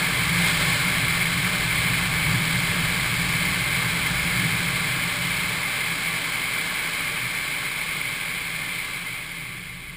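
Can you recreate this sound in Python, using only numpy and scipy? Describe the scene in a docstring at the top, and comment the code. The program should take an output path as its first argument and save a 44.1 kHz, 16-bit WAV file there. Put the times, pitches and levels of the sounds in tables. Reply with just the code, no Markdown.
"""Blowers roar and hum at once, heard from inside a car that creeps out of a car wash under the air dryers.
Their jet, made of filtered noise, hisses over the body, drums on the roof and flings drops at the glass.
The drumming fades as the jet slides off the roof, then the roar falls behind.
That leaves the idling engine, two throbbing low tones, and the soft rumble of the tyres."""
import sys
import numpy as np
from scipy import signal
from scipy.fft import rfft, irfft
from scipy.io import wavfile
from scipy.ndimage import uniform_filter1d

SR = 44100
rng = np.random.default_rng(int(sys.argv[2]) if len(sys.argv) > 2 else 0)


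def store_wav(level_fs):
    """Save 16-bit WAV to argv[1]."""
    pcm = np.round(np.clip(np.atleast_2d(level_fs), -1, 1) * 32767)
    wavfile.write(sys.argv[1], SR, pcm.T.astype(np.int16))


N = 439236
TIME = np.arange(N) / SR  # seconds
FREQ = np.maximum(np.arange(N // 2 + 1) * SR / N, 1)  # Hz, kept above 0 for the logarithms

# roar of the blower housings, shape of its spectrum: [f/Hz, level/dB]
ROAR_SPECTRUM = [(240, -15.5), (450, -18), (800, -19), (1100, -14.5), (1700, -18), (2100, 0.5), (2400, 4.5),
                 (2700, -3), (3200, -3.5), (4000, -8), (5000, -16.5), (6000, -46)]
# fan tones, level set against the common level of the tones: [f/Hz, half width/Hz, level/dB]
FAN_TONES = [(286.5, 3.7, -25.5), (458, 11, -26), (585, 7.4, -23.5), (1168, 5.4, -22)]
# hiss of the jet, shape of its smooth spectrum: [f/Hz, level/dB]
JET_SPECTRUM = [(220, -4.5), (400, -8), (650, -7.5), (1000, -5), (1600, -1), (2500, -3.5), (4000, -3),
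                (5000, -8.5), (5600, -14), (6000, -18.5)]
# peaks and notches on the way through glass and cabin: [f/Hz, width/Hz, level/dB]
CABIN_PEAKS = [(526, 78, -2.5), (713, 67, -5.5), (780, 38, 3), (1119, 95, 5), (1710, 360, 5),
               (1920, 156, -8), (2109, 340, 8.5), (2310, 180, 3), (2640, 110, 1.3), (2802, 290, -3.5),
               (3167, 120, 3), (3674, 250, -3.5), (4420, 110, -3.5)]
# roof panel drummed by the jet, shape of its spectrum: [f/Hz, level/dB]
ROOF_SPECTRUM = [(70, -33), (98, -19), (112, -5.5), (124, -2), (139, -7.5), (155, -6.5), (166, 0),
                 (186, -4.5), (198, -29.5), (260, -21), (420, -36), (800, -60)]
# cabin air pumped by the jet, shape of its spectrum: [f/Hz, level/dB]
CABIN_AIR_SPECTRUM = [(17, -6), (25, -22), (42, -15), (51, 2.5), (58, -3), (63, -12), (72, -0.5), (90, -6),
                      (130, -18), (250, -57)]
# big eddies that thump the roof, level above the drumming: [t/s, level/dB]
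THUMPS = [(1.9, 4), (2.37, 5.5), (4.43, 5.5)]
# the jet catches an edge and flings water at the glass: [t/s, strength 0-1, rise/s, fall/s]
GUSTS = [(.485, 1, .08, 0.11), (.625, 0.54, .03, 0.27)]
# single fat drops, level before the common drop level is added: [t/s, level/dB]
DROPS = [(.612, -21), (1.865, -23), (5.022, -22), (5.077, -23), (6.136, -27)]
# the car creeps off, gathering speed: [t/s, distance from the nozzles/m]
DISTANCE = [(0, 2.04), (2, 2.27), (4.3, 2.53), (7, 3.45), (8.8, 5.66), (9.96, 7.8)]

# outside the bay its wall shades the dryers more and more
EXIT_S, SHADE_DB_PER_S = 8.86, 7
# the jet slides off the end of the roof between these times
ROOF_END_S, ROOF_CLEAR_S = 4.45, 6.3
# the cabin heaves most as the jet passes overhead
OVERHEAD_S, OVERHEAD_RISE_S, OVERHEAD_FALL_S = 2.9, 2.4, .9
# the engine idles, then takes throttle as the car pulls away
ENGINE_HZ, IDLE_DB, THROTTLE_S, THROTTLE_DB_PER_S = 30.7, -53, 9.2, 5.5


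def undb(db):
    """Decibels to gain."""
    return 10 ** (np.asarray(db) / 20)


def unit(x):
    """Scale to rms 1."""
    return x / np.sqrt(np.mean(x ** 2))


def slope(points):
    """A spectrum in dB through (Hz, dB) points, falling 12 dB per octave below the first."""
    hz, db = np.transpose(points)
    joined = np.interp(np.log(FREQ), np.log(hz), db)
    return joined + 40 * np.log10(np.minimum(FREQ / hz[0], 1))


def bell(hz, width):
    """A smooth bump of height 1 on the frequency axis."""
    return np.exp(-(2 * (FREQ - hz) / width) ** 2)


def colour(x, gain):
    """Filter by a gain per frequency; the result has rms 1."""
    return unit(irfft(rfft(x) * gain, N))


def noise(gain):
    """Turbulence with the given spectrum, rms 1."""
    return colour(rng.standard_normal(N), gain)


def walk(rate):
    """Slow random drift of spread 1 that changes about rate times a second."""
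    return noise(np.exp(-(FREQ / rate) ** 2))


def after(start):
    """Seconds gone by since a moment, 0 before it."""
    return np.maximum(TIME - start, 0)


def swell(at, rise, fall):
    """A smooth rise to 1 and fall back in time."""
    return np.exp(-((TIME - at) / np.where(TIME < at, rise, fall)) ** 2)


def gust():
    """Strength of the gusts, about 0-1."""
    return sum(size * swell(s, rise, fall) for s, size, rise, fall in GUSTS)


def distance():
    """Metres from the nozzles, joined by straight lines in time."""
    seconds, metres = np.transpose(DISTANCE)
    return np.interp(TIME, seconds, metres)


def receding(spread, shade=1):
    """Change in dB as the car leaves.

    Spread is less for sound that fills the bay, shade is less for bass that bends round its wall.
    """
    metres = distance()
    return -20 * spread * np.log10(metres / metres[0]) - shade * SHADE_DB_PER_S * after(EXIT_S)


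def off_roof():
    """How far the jet has slid off the roof, 0-1."""
    return np.clip(after(ROOF_END_S) / (ROOF_CLEAR_S - ROOF_END_S), 0, 1)


def cabin(echo_db=-19, echo_s=.035):
    """Gain of the path from outside to the seat; echoes off the bay walls add a fine ripple."""
    echoes = rng.standard_normal(N) * np.exp(-TIME / echo_s)
    echo_spectrum = rfft(echoes) / np.sqrt(np.sum(echoes ** 2))
    ripple = np.abs(1 + undb(echo_db) * echo_spectrum)
    peaks_db = sum(db * bell(hz, width) for hz, width, db in CABIN_PEAKS)
    return ripple * undb(peaks_db)


def blowers(path, roar_db=-26.5, spread=0.46, gust_db=1.2, surge_db=0.38, surge_hz=8,
            tones_db=-26.7, tones_spread=0.74):
    """The housings roar and the blades sing tones that the turbulent intake smears."""
    roar = noise(undb(slope(ROAR_SPECTRUM)) * path)
    roar_level = roar_db + receding(spread) + gust_db * gust() + surge_db * walk(surge_hz)
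    # each tone is a narrow band of noise
    tones = sum(undb(db) * noise(1 / (1 + ((FREQ - hz) / width) ** 2)) for hz, width, db in FAN_TONES)
    tones_level = tones_db + receding(tones_spread)
    return roar * undb(roar_level) + tones * undb(tones_level)


def jet(path, hiss_db=-25.5, spread=1.0, gust_db=3.0, flutter_db=0.4, flutter_hz=45, hollow_db=-5):
    """Air tears over the body, fluttering, with a hollow in its upper middle."""
    spectrum = slope(JET_SPECTRUM) + hollow_db * bell(2290, 550)
    hiss = noise(undb(spectrum) * path)
    level = hiss_db + receding(spread) + gust_db * gust() + flutter_db * walk(flutter_hz)
    return hiss * undb(level)


def buffeting(roof_db=-29.5, roof_drop_db=11.0, spread=.3, boom_db=-41.5, boom_drop_db=12,
              overhead_db=4.0, evenness=0.27, lumps_db=1.1, lumps_hz=5, thump_s=.07):
    """Eddies drum on the roof and pump the cabin air, in lumps, weaker once the jet leaves the roof."""
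    roof = noise(undb(slope(ROOF_SPECTRUM)))
    # the steady jet keeps feeding the panel, so its ups and downs are partly evened out
    ringing = np.sqrt(uniform_filter1d(roof ** 2, SR // 10))
    drum = unit(roof / ringing ** evenness)
    lumps = lumps_db * walk(lumps_hz)
    thumps = sum(db * swell(s, thump_s, thump_s) for s, db in THUMPS)
    drum_level = roof_db - roof_drop_db * off_roof() + receding(spread, shade=0) + lumps + thumps
    heave = overhead_db * swell(OVERHEAD_S, OVERHEAD_RISE_S, OVERHEAD_FALL_S)
    boom_level = boom_db + heave - boom_drop_db * off_roof()
    boom = noise(undb(slope(CABIN_AIR_SPECTRUM)))
    return drum * undb(drum_level) + boom * undb(boom_level)


def spray(path, per_second=1500, tick_s=.0007, drop_db=-6, mist_db=-44, dry_db=16, flung_db=-31):
    """Fine droplets patter on the glass, most in the gusts, with a few fat ones among them."""
    glass = path * undb(slope([(1200, -6), (4000, 7), (6000, -10)]))  # f/Hz, level/dB
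    # clicks of random size at random moments
    hits = (rng.random(N) < per_second / SR) * rng.uniform(-1.3, 1, N)
    # the mist thins by dry_db as the jet leaves the roof
    amount = undb(mist_db - dry_db * off_roof()) + undb(flung_db) * gust()
    patter = colour(hits, glass) * amount
    # each fat drop starts sharply and dies within a few ticks
    splats = sum(undb(db + drop_db) * (TIME >= s) * np.exp(-np.abs(TIME - s) / tick_s) for s, db in DROPS)
    return patter + splats * noise(glass)


def engine(wander=0.0074, second_db=-9):
    """The idling engine's firing rate throbs through the floor, with a weaker tone at twice the rate."""
    phase = 2 * np.pi * np.cumsum(ENGINE_HZ * (1 + wander * walk(1))) / SR
    throb = unit(np.sin(phase) + undb(second_db) * np.sin(2 * phase))
    level = IDLE_DB + THROTTLE_DB_PER_S * after(THROTTLE_S) + walk(2)
    return throb * undb(level)


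def tyres(roll_db=-58, tread_hz=330, width_hz=280):
    """The tyres rumble on the concrete, louder with speed; roll_db is the level at top speed."""
    speed = uniform_filter1d(np.gradient(distance(), TIME), SR)  # smoothed over one second
    rumble = noise(bell(tread_hz, width_hz)) * undb(roll_db)
    return rumble * np.sqrt(np.abs(speed) / speed.max())


def scene():
    """Everything as it reaches the seat."""
    path = cabin()
    outside = blowers(path) + jet(path)
    return (outside + buffeting() + spray(path) + engine() + tyres())[None]


def record(dry, top_hz=15200):
    """Sampling at 12 kHz and holding each sample mirrors the hiss into a gritty treble, cut at top_hz."""
    slow = signal.resample_poly(dry, 40, 147, axis=1)  # 44.1 to 12 kHz
    steps = np.repeat(slow, 4, axis=1)  # held at 48 kHz
    held = signal.resample_poly(steps, 147, 160, axis=1)[:, :N]  # back to 44.1 kHz
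    low_pass = signal.ellip(14, .2, 70, top_hz, fs=SR, output="sos")
    return signal.sosfilt(low_pass, held)


dry = scene()
out = record(dry)
store_wav(out)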